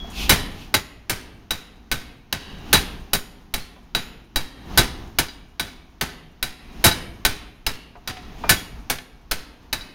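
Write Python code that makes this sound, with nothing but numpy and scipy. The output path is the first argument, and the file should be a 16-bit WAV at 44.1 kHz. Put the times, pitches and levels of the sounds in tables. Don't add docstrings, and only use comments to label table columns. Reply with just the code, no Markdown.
import sys
import numpy as np
from scipy import signal
from scipy.fft import rfft, irfft
from scipy.io import wavfile
from scipy.ndimage import uniform_filter1d, minimum_filter1d

SR = 44100
rng = np.random.default_rng(int(sys.argv[2]) if len(sys.argv) > 2 else 0)


def int16_out(signal):
    q = np.round(np.clip(np.atleast_2d(signal).T, -1, 1) * 32767)
    wavfile.write(sys.argv[1], SR, q.astype(np.int16))


N = 438354

# start_s, level_db, treble_db, clang_db, high_ring_db, thump_db
BLOWS = [(0.294, 8.5, -2, -6, -8, -41), (0.741, -2, -6, 0.5, -2.5, -39), (1.096, -9.5, -2, -5, -10, -28),
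         (1.507, -13.5, -4.5, 3.5, -2.5, -27.5), (1.915, -11, -4.5, -2, -4.5, -21),
         (2.326, -13.5, -7.5, -4.5, -12.5, -38), (2.729, 3.5, -1.5, -11, -3.5, -25),
         (3.133, -5.5, 0.5, -2, 1, -21.5), (3.539, -13.5, -2, 0, -2.5, -21),
         (3.949, -10.5, -9, 7, -1.5, -23), (4.359, -11.5, -3, 0.5, -9, -16), (4.775, 3, -3, -3, -25, -20.5),
         (5.186, -3, -3.5, -7, -8, -27), (5.596, -13, -4.5, -2.5, -5, -38.5),
         (6.011, -10.5, -6, -11.5, -8, -46.5), (6.427, -13.5, -2, 9, -8.5, -24.5),
         (6.841, 4, 1.5, -3, -11, -24), (7.25, -3.5, -2.5, -1, -9.5, -18), (7.665, -11.5, -4, -4, -6, -20),
         (8.075, -15.5, -8, 1.5, -18, -36), (8.493, 4.5, 0, -7, 0, -38), (8.899, -7.5, -2, -11, 0, -26.5),
         (9.312, -12, -2, -8, -6, -19.5), (9.728, -14, -5, 0, -6, -31)]

EDGES_HZ = 16 * 2 ** np.arange(0, 10.2, 1 / 3)
BANK = [signal.butter(2, edges, "band", fs=SR, output="sos") for edges in zip(EDGES_HZ, EDGES_HZ[1:])]


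def amp(db):
    return np.exp(np.asarray(db) * (np.log(10) / 20))


def in_time(rows):
    return np.interp(np.arange(N) / SR, *np.transpose(rows))


def at_hz(points, hz):
    points = np.array(points)
    return np.interp(np.log(hz), np.log(points[:, 0]), points[:, 1])


def coloured(spectrum):
    hz = np.maximum(np.fft.rfftfreq(N, 1 / SR), 1)
    white = rfft(rng.standard_normal(N))
    noise = irfft(white * amp(at_hz(spectrum, hz)) * (hz > 12), N)
    return noise / noise.std()


def dying_noise(size, spectrum, t60s, rise_s, slow=None):
    t, out = np.arange(size) / SR, 0
    white = rng.standard_normal((2, size))
    for k, hz in enumerate(np.sqrt(EDGES_HZ[1:] * EDGES_HZ[:-1])):
        fall = amp(-60 * t / at_hz(t60s, hz))
        if slow:
            slow_db, slow_t60s = slow
            fall = fall + amp(at_hz(slow_db, hz) - 60 * t / at_hz(slow_t60s, hz))
        band = signal.sosfilt(BANK[k], white[k % 2])
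        out = out + band * amp(at_hz(spectrum, hz)) * fall
    return out * (1 - np.exp(-t / rise_s))


def ring(clicks, hz, t60):
    radius, angle = amp(-60 / (t60 * SR)), 2 * np.pi * hz / SR
    poles = [1, -2 * radius * np.cos(angle), radius * radius]
    return signal.lfilter([0, np.sin(angle)], poles, clicks + 1e-18)


def wobble(size, per_s):
    at = np.arange(size) * per_s / SR
    count = int(at[-1]) + 2
    return np.interp(at, np.arange(count), rng.standard_normal(count))


def add(out, s, sound):
    at = round(s * SR)
    out[at:at + len(sound)] += sound[:N - at]


def blows(loudness_db):
    cracks = crack_noise(loudness_db)
    rings = steel(blow_strikes() + bounce_strikes() + valve_ticks(loudness_db), loudness_db)
    to_hall = cracks + amp(-9) * rings
    return cracks + rings + amp(-21) * signal.fftconvolve(to_hall, hall_tail())[:N]


def crack_noise(loudness_db):
    # hz, level_db (per Hz)
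    crack = [(18, -29), (30, 10), (132, -5), (593, -14.5), (1180, -12.5), (1620, -5.5), (2000, -7),
             (2600, -3), (3570, -9), (3970, 2.5), (4410, -8), (5590, -9.5), (6550, -17), (7600, -16),
             (9000, -12.5), (15200, -8), (16500, -32)]
    # hz, t60_s
    crack_t60 = [(60, 0.084), (300, 0.074), (1000, 0.032), (3000, 0.029), (8000, 0.097), (15000, 0.035)]
    # hz, level_db
    frame = [(60, -6), (300, -8.5), (1000, -2), (3000, -14.5), (8000, -16), (15000, -21.5)]
    # hz, t60_s
    frame_t60 = [(60, 0.18), (300, 0.32), (1000, 0.22), (3000, 0.27), (8000, 0.39), (15000, 0.25)]
    bass_db, shudder_db = 5.5, 2
    shudder = [(hz, db + shudder_db) for hz, db in frame], frame_t60
    out = np.zeros(N)
    for s, db, treble_db, *_ in BLOWS:
        tilt = [(200, bass_db), (900, 0), (4000, 0), (10000, treble_db)]
        tilted = [(hz, level + at_hz(tilt, hz)) for hz, level in crack]
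        hit = dying_noise(SR // 3, tilted, crack_t60, rise_s=0.00049, slow=shudder)
        hit = hit * amp(2 * wobble(len(hit), per_s=300))
        add(out, s, amp(db - loudness_db[round(s * SR)] + 7.5) * hit)
    return out


def steel(strikes, loudness_db):
    # hz, level_db, t60_s
    modes = [(690, -16, .13), (866, -12, .12), (1523, -6, .1), (1752, -13, .13), (2153, -14, .14),
             (2265, -21, .25), (2325, -17, .13), (2953, -13, .11), (3332, -17, .22), (3736, -16, .3),
             (3893, 3, .12), (3965, -8, .14), (4177, -13, .11), (4675, -11, .12), (4785, -10, .13),
             (4871, -10, .1), (5575, -16, .1), (5984, -11, .15), (6546, -16, .12), (6756, -24, .4),
             (6852, -20, .5), (7146, -29, .45), (7370, -15, .07), (7680, -11, .05), (8484, -21, .12),
             (9116, -21, .35), (9504, -16, .17), (10187, -21, .22), (10662, -19, .18), (11232, -20, .55),
             (11414, -25, .5), (12082, -18, .26), (13890, -26, .45), (13985, -28, .5), (15488, -25, .45)]
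    clicks, modes_hz = np.zeros((len(modes), N)), np.array(modes)[:, 0]
    mix_db = rng.normal(0, 3, (len(strikes), len(modes)))
    chance = rng.random((len(strikes), 3, len(modes), 4))
    for (s, db, *groups_db), mode_db, (late, size, sign) in zip(strikes, mix_db, chance):
        low_db, clang_db, high_db = np.minimum(groups_db, 5)
        lean_db = np.interp(modes_hz, [2500, 3600, 5000, 6500], [low_db, clang_db, clang_db, high_db])
        onset = round(s * SR)
        gain = amp(db - loudness_db[onset] + lean_db + mode_db - 14.5)
        clicks[:, onset] += gain
        at = np.minimum(((s + .05 * late ** 2) * SR).astype(int), N - 1)
        weaker = gain[:, None] * amp(-6 - 14 * size - 14 * late ** 2) * np.sign(sign - .5)
        np.add.at(clicks, (np.arange(len(modes))[:, None], at), weaker)
    return sum(amp(db) * ring(row, hz, t60) for row, (hz, db, t60) in zip(clicks, modes))


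def blow_strikes():
    low_ring_db = 3.5
    return [(s, db, low_ring_db, clang_db, high_db) for s, db, _, clang_db, high_db, _ in BLOWS]


def bounce_strikes():
    # start_s, level_db, clang_db
    bounces = [(.312, -6.5, 3), (2.745, -4.5, 5), (4.784, -8.5, 7), (5.285, -25, 4), (5.68, -27, -2),
               (6.09, -23, -6), (6.854, 1, -15), (6.877, -12, 16), (6.914, -11.5, 5), (8.503, -2.5, -8),
               (8.52, -3.5, -4), (8.985, -22, -9), (9.81, -28, 1)]
    low_db, high_db = 4, -9
    return [(s, db, low_db, clang_db, high_db) for s, db, clang_db in bounces]


def valve_ticks(loudness_db):
    first_s, turn_s = .1003, .4142
    tick_db, first_extra_db = 4, 8.5
    low_db, clang_db, high_db = -28, -28, 0
    ticks = []
    for s in np.arange(first_s, N / SR, turn_s):
        level_db = loudness_db[round(s * SR)] + tick_db + first_extra_db * (s == first_s)
        ticks.append((s, level_db, low_db, clang_db, high_db))
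    return ticks


def hall_tail():
    # hz, level_db
    hall = [(60, -23), (300, -18), (1000, -18.5), (3000, -20.5), (8000, -15.5), (15000, -63.5)]
    # hz, t60_s
    hall_t60 = [(60, 1.5), (300, 1.08), (1000, 0.6), (3000, 0.74), (8000, 0.18), (15000, 1.8)]
    return dying_noise(SR * 2, hall, hall_t60, rise_s=0.063)


def thumps():
    out, t = np.zeros(N), np.arange(SR // 6) / SR
    dip = np.exp(-.5 * ((t - .009) / .005) ** 2)
    rebound = np.abs(np.sin(np.pi * np.clip((t - .02) / .085, 0, 1))) ** .5
    for s, *_, thump_db in BLOWS:
        add(out, s, amp(thump_db) * (.25 * rebound - dip))
    return out


def knocks():
    # start_s, peak_db, centre_hz, t60_s
    knock_rows = [(3.761, -44, 980, 0.096), (7.952, -35.5, 995, 0.1), (8.168, -31, 2520, 0.039),
                  (8.436, -16, 1000, 0.13), (8.984, -25, 3040, 0.035)]
    out = np.zeros(N)
    for s, db, hz, t60 in knock_rows:
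        shape = [(hz / 8, -14), (hz, 0), (hz * 1.2, -6), (hz * 4, -30), (hz * 12, -60)]
        puff = dying_noise(SR // 4, shape, [(100, t60 * 1.2), (10000, t60)], rise_s=0.0012)
        add(out, s, amp(db) * puff / np.abs(puff).max())
    return out


def clinks():
    # start_s, pitch_hz, level_db, t60_s
    clink_rows = [(.001, 3335, -33.5, 0.41), (3.6, 4300, -41, .3), (.045, 690, -33, 0.072),
                  (7.955, 710, -40.5, 0.17), (8.11, 745, -39.5, 0.3), (8.17, 730, -38, 0.23),
                  (7.668, 5100, -21, 0.1), (8.44, 2400, -39, 0.42), (8.57, 3330, -30, 0.19)]
    out = np.zeros(N)
    for s, hz, db, t60 in clink_rows:
        add(out, s, amp(db) * ring(signal.unit_impulse(SR // 4 * 2), hz, t60))
    return out


def rumble():
    # hz, level_db (per Hz)
    spectrum = [(11, -27), (18, -2), (30, -6.5), (58, -4), (110, -25), (170, -16.5), (235, -16),
                (430, -25.5), (570, -34), (720, -25), (2370, -39), (6430, -44), (7860, -62), (15100, -53),
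                (16500, -61)]
    lumps = amp(1.5 * wobble(N, per_s=14))
    return amp(4) * lumps * coloured(spectrum)


def air():
    # hz, level_db (per Hz)
    colour = [(410, -50.5), (700, -22.5), (1070, -12.5), (1590, -23.5), (2560, 9), (4120, 2), (6370, -4.5),
              (7770, -11.5), (15000, -12), (15900, -29.5), (16500, -58.5)]
    # top_s, level_db
    puff_rows = [(0.212, 4), (.62, -6.5), (2.7, -16), (4.75, -17), (6.82, -16.5), (8.42, -17)]
    leak_db = -23
    puff_s = .05
    t = np.arange(N) / SR
    puffs = sum(amp(np.maximum(db - 6 * ((t - s) / puff_s) ** 2, -99)) for s, db in puff_rows)
    return (amp(leak_db) + puffs) * coloured(colour)


def loudness():
    # start_s, top_s, top_db
    swells = [(-.5, .29, -29), (2.39, 2.737, -32), (4.54, 4.783, -31), (6.567, 6.85, -35),
              (8.043, 8.491, -33), (9.71, 10.2, -43.5)]
    rest_db, jump_db = -52, 3.5
    ease_db, ease_s = 8, 0.083
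    sag_db_per_s, drop_s = 15.5, 0.092
    blows_s, rows = np.array([b[0] for b in BLOWS] + [99]), []
    for start_s, top_s, top_db in swells:
        next_s = blows_s[blows_s > top_s + .1][0]
        eased_s, eased_db = top_s + ease_s, top_db - ease_db
        rows += [(start_s, rest_db), (top_s - .01, top_db - jump_db), (top_s, top_db), (eased_s, eased_db),
                 (next_s, eased_db - sag_db_per_s * (next_s - eased_s)), (next_s + drop_s, rest_db)]
    return in_time(rows)


def scene():
    loudness_db = loudness()
    machine = blows(loudness_db) + rumble() + air()
    return (amp(loudness_db) * machine + thumps() + knocks() + clinks())[None]


def record(dry):
    dip_hz, dip_width_hz, dip_db = 7830, 220, -14
    limit, overload, cutoff_hz = 1.2, .8, 17100
    resonance = signal.lfilter(*signal.iirpeak(dip_hz, dip_hz / dip_width_hz, SR), dry)
    dipped = dry - (1 - amp(dip_db)) * resonance
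    peak = -minimum_filter1d(-np.abs(dipped), size=61)
    gain = uniform_filter1d((1 + (peak / limit) ** 4) ** -.25, size=41)
    rounded = overload * np.tanh(gain * dipped / overload)
    return signal.sosfilt(signal.cheby2(14, 80, cutoff_hz, fs=SR, output="sos"), rounded)


dry = scene()
out = record(dry)
int16_out(out)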